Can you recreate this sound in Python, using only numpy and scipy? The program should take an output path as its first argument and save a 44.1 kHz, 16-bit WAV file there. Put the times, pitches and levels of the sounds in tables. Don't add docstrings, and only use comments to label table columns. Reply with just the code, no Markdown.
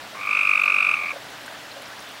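import sys
import numpy as np
from scipy import signal
from scipy.fft import rfft, irfft, next_fast_len
from scipy.io import wavfile
from scipy.ndimage import uniform_filter1d, map_coordinates

SR = 44100
rng = np.random.default_rng(int(sys.argv[2]) if len(sys.argv) > 2 else 0)


def output_pcm(signal):
    pcm = np.clip(np.atleast_2d(signal).T, -1, 1) * 32767
    wavfile.write(sys.argv[1], SR, np.round(pcm).astype(np.int16))


N = 97020


def amp(db):
    return 10 ** (np.asarray(db) / 20)


def unit(x):
    return x / np.sqrt(np.mean(x ** 2) + 1e-20)


def along(points, hz):
    point_hz, value = np.transpose(points)
    return np.interp(np.log(hz + 1), np.log(point_hz + 1), value)


def wobble(rate):
    knots = rng.standard_normal(int(N * rate / SR) + 4)
    return map_coordinates(knots, [np.arange(N) * rate / SR])


def filtered(x, response):
    size = next_fast_len(len(x) + SR // 4)
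    spectrum = rfft(x, size) * response(np.fft.rfftfreq(size, 1 / SR))
    return irfft(spectrum, size)[:len(x)]


def add(track, start, sound):
    part = track[start:start + len(sound)]
    part += sound[:len(part)]


# frequency in Hz, relative density in dB per Hz.
AIR = [(25, -29), (40, -24), (64, -14), (95, -17), (125, -12), (150, -12), (215, -6.5), (270, -7.5),
       (390, -10.5), (470, -7.5), (590, -1.5), (1060, -4.5), (1630, -2), (2300, -7), (3380, -7),
       (4700, -12), (7000, -18.5), (10500, -24), (14500, -26.5), (15700, -24.5)]
# time in seconds, rms level in dB.
AIR_LEVEL = [(0, -39), (.2, -39), (1.35, -39), (1.7, -39.5), (2.2, -39.5)]
# frequency in Hz, rms level in dB.
HUM = [(120, -62.5), (294, -59.5), (360, -71), (419, -63.5)]


def night(patchy_db, waver):
    t = np.arange(N) / SR
    cells = signal.stft(rng.standard_normal(N), nperseg=512)[2]
    patches = uniform_filter1d(rng.standard_normal(cells.shape), size=8, axis=0)
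    patches = uniform_filter1d(patches, size=5, axis=1)
    hiss = signal.istft(cells * amp(patchy_db * unit(patches)), nperseg=512)[1][:N]
    hiss = unit(filtered(hiss, lambda hz: amp(along(AIR, hz))))
    hiss *= amp(np.interp(t, *np.transpose(AIR_LEVEL)))
    hum = np.zeros(N)
    for hz, db in HUM:
        phase = 2 * np.pi * hz * t + waver * wobble(6.1)
        hum += np.sqrt(2) * amp(db) * np.sin(phase)
    return hiss + hum


def puff(hz, width, size):
    noise = rng.standard_normal(size)
    return unit(filtered(noise, lambda f: np.exp(-.5 * (np.log2((f + 1) / hz) / width) ** 2)))


# start in seconds, level in dB before a doubling of gain, pitch in Hz, 60 dB decay in seconds.
KNOCKS = [(.035, -35.5, 705, 0.036), (1.131, -35, 566, 0.062), (1.159, -32.5, 556, 0.067),
          (1.266, -35, 1410, 0.026), (1.478, -28.5, 1550, 0.024), (1.76, -40, 556, 0.15)]
KNOCK_RISE_S, KNOCK_PUFF_DB, KNOCK_WIDTH = 0.0032, -6.5, 0.37


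def knocks():
    out, t = np.zeros(N), np.arange(SR // 6) / SR
    for s, db, hz, t60 in KNOCKS:
        body = np.sin(2 * np.pi * hz * t) + amp(KNOCK_PUFF_DB) * puff(1.22 * hz, KNOCK_WIDTH, len(t))
        envelope = amp(db - 60 * t / t60) * (1 - np.exp(-t / KNOCK_RISE_S))
        add(out, round(s * SR), envelope * body * 2)
    return out


# start in seconds, level in dB, centre in Hz.
TICKS = [(.259, -42, 14300), (.615, -36, 15000), (.634, -35, 6550), (.652, -37, 12000), (1.132, -28, 2480),
         (1.46, -37, 7700), (1.714, -31.5, 4200), (1.821, -38, 10500), (1.855, -33, 5160),
         (1.884, -44, 12500), (1.991, -32.5, 5600), (2.002, -40, 9500), (2.072, -33.5, 3300)]
TICK_RISE_S, TICK_T60_S, TICK_WIDTH = 0.0014, 0.02, 0.19
CRACKLE_PER_S, CRACKLE_DB, CRACKLE_SPREAD_DB, CRACKLE_HZ = 22, -45, 2.5, 9000


def ticks_and_crackle():
    out, t = np.zeros(N), np.arange(SR // 6) / SR
    envelope = amp(-60 * t / TICK_T60_S) * (1 - np.exp(-t / TICK_RISE_S))
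    for s, db, hz in TICKS:
        add(out, round(s * SR), amp(db) * envelope * puff(hz, TICK_WIDTH, len(t)))
    for when, size, colour in rng.random((int(CRACKLE_PER_S * N / SR), 3)):
        hz = CRACKLE_HZ * 2 ** (colour - .5)
        gain = amp(CRACKLE_DB + CRACKLE_SPREAD_DB * size)
        add(out, int(when * N), gain * envelope * puff(hz, 2 * TICK_WIDTH, len(t)))
    return out


def pulse_times(rate):
    s, per_s = np.transpose(rate)
    t = np.arange(s[0], s[-1], 1 / SR)
    count = np.cumsum(np.interp(t, s, per_s)) / SR
    return np.interp(np.arange(int(count[-1]) + 1), count, t)


# frequency in Hz, gain in dB.
SAC = [(1050, -18), (1250, -13), (1450, 3), (2100, -1), (2450, -1.5), (2750, -2), (3300, -34.5),
       (3800, -26.5), (4700, -35.5), (6000, -42), (7900, -43.5), (8400, -40.5), (9000, -48), (12000, -48)]
JITTER_S, SCATTER_DB, PITCH_SCATTER = .00005, 0.23, 0.008
ROUGH = 0.11
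FLATNESS = 3.6


def chirps(times, effort, attack, release, glide, bend, pitch=1, order=8):
    s, level, hz, fundamental_db = np.transpose(effort)
    out = np.zeros(N)
    harmonic = np.arange(1, order + 1)[:, None]
    for at, chance in zip(times, rng.standard_normal((len(times), 3))):
        start = int((at - 2 * attack) * SR)
        samples = np.arange(int(2 * (attack + release) * SR))
        t = (start + samples) / SR - at - JITTER_S * chance[0]
        middle_hz = pitch * np.interp(at, s, hz) * (1 + PITCH_SCATTER * chance[1])
        f = middle_hz * 2 ** (glide * t + bend * t * t)
        phase = 2 * np.pi * np.cumsum(f) / SR
        phase -= np.interp(0, t, phase)
        swell = np.exp(-np.abs(t / np.where(t < 0, attack, release)) ** FLATNESS)
        lift_db = (harmonic == 1) * np.interp(at, s, fundamental_db)
        partials = amp(along(SAC, harmonic * f) + lift_db) * np.sin(harmonic * phase)
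        gain = amp(np.interp(at, s, level) + SCATTER_DB * chance[2])
        add(out, start, gain * swell * partials.sum(0))
    return out * (1 + ROUGH * wobble(900))


# time in seconds, pulses a second.
FAR_RATE = [(.152, 49.3), (.25, 48.62), (.45, 46.65), (1.0, 44.29), (1.125, 41.99)]
# time in seconds, level in dB, mid-pulse pitch in Hz before scatter and the twin's
# pitch ratio, lift of the fundamental in dB.
FAR_EFFORT = [(.152, -42.5, 1100, 22), (.19, -30.5, 1160, 13), (.22, -23.5, 1188, 6), (.35, -20, 1170, 2),
              (.7, -19.5, 1195, 0), (1.0, -20, 1195, 0.5), (1.11, -20, 1178, 1)]
FAR_PULSE = dict(attack=0.0041, release=0.0032, glide=42.6, bend=1600)
TWIN_PULSE = dict(attack=0.0038, release=0.0029, glide=17.4, bend=1800, pitch=0.97)
# time in seconds, relative level in dB.
DOUBLE_LEVEL = [(.2, -2.5), (1.0, 0.5)]
DOUBLE_S = .0093


def far_frog():
    times = pulse_times(FAR_RATE)
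    twin = chirps(times + DOUBLE_S, FAR_EFFORT, **TWIN_PULSE)
    twin_db = np.interp(np.arange(N) / SR, *np.transpose(DOUBLE_LEVEL))
    return chirps(times, FAR_EFFORT, **FAR_PULSE) + amp(twin_db) * twin


# time in seconds, pulses a second.
NEAR_RATE = [(.274, 54.01), (.32, 50.05), (.55, 48.23), (.86, 47.41), (.905, 44.49), (.945, 32.35)]
# time in seconds, level in dB, mid-pulse pitch in Hz before scatter, lift of the fundamental in dB.
NEAR_EFFORT = [(.274, -22, 1168, 5), (.315, -12.5, 1230, -2), (.37, -11.5, 1236, -2.5), (.55, -9, 1224, -3),
               (.615, -11.5, 1240, -1), (.645, -10, 1249, -4.5), (.68, -10, 1233, -1.5),
               (.78, -10.5, 1243, -3), (.84, -11, 1232, -1), (.94, -10.5, 1247, -1.5)]
NEAR_PULSE = dict(attack=.0034, release=0.003, glide=40.6, bend=2300)


def near_frog():
    return chirps(pulse_times(NEAR_RATE), NEAR_EFFORT, **NEAR_PULSE)


# frequency in Hz, width in Hz, level in dB.
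RINGS = [(1189, 77, -12), (8530, 180, 10)]


def ringing(x):
    def response(f):
        return sum(amp(db) * 1j * f * width / (hz * hz - f * f + 1j * f * width) for hz, width, db in RINGS)
    return x + filtered(x, response)


# frequency in Hz, 60 dB decay in seconds.
SPACE = [(500, .12), (1200, 0.17), (2400, 0.056), (8000, .05)]
# frequency in Hz, level in dB.
WET = [(500, -26), (1250, -5), (2400, -11), (4000, -22), (8500, -9)]


def echoes(x):
    hz, t, cells = signal.stft(rng.standard_normal(SR // 4), SR, nperseg=256)
    t60 = along(SPACE, hz)[:, None]
    decay = amp(-60 * t / t60)
    decay /= np.sqrt((decay ** 2).sum(1, keepdims=True) * (t[1] * SR))
    tail = signal.istft(cells * decay * amp(along(WET, hz))[:, None], SR, nperseg=256)[1]
    return signal.fftconvolve(x, tail)[:N]


def scene():
    background = night(patchy_db=1.2, waver=0.28)
    small_sounds = knocks() + ticks_and_crackle()
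    frogs = ringing(far_frog() + near_frog())
    return (frogs + echoes(frogs) + background + small_sounds)[None]


def record(dry):
    return filtered(dry[0], lambda hz: hz < 15800)[None]


dry = scene()
out = record(dry)
output_pcm(out)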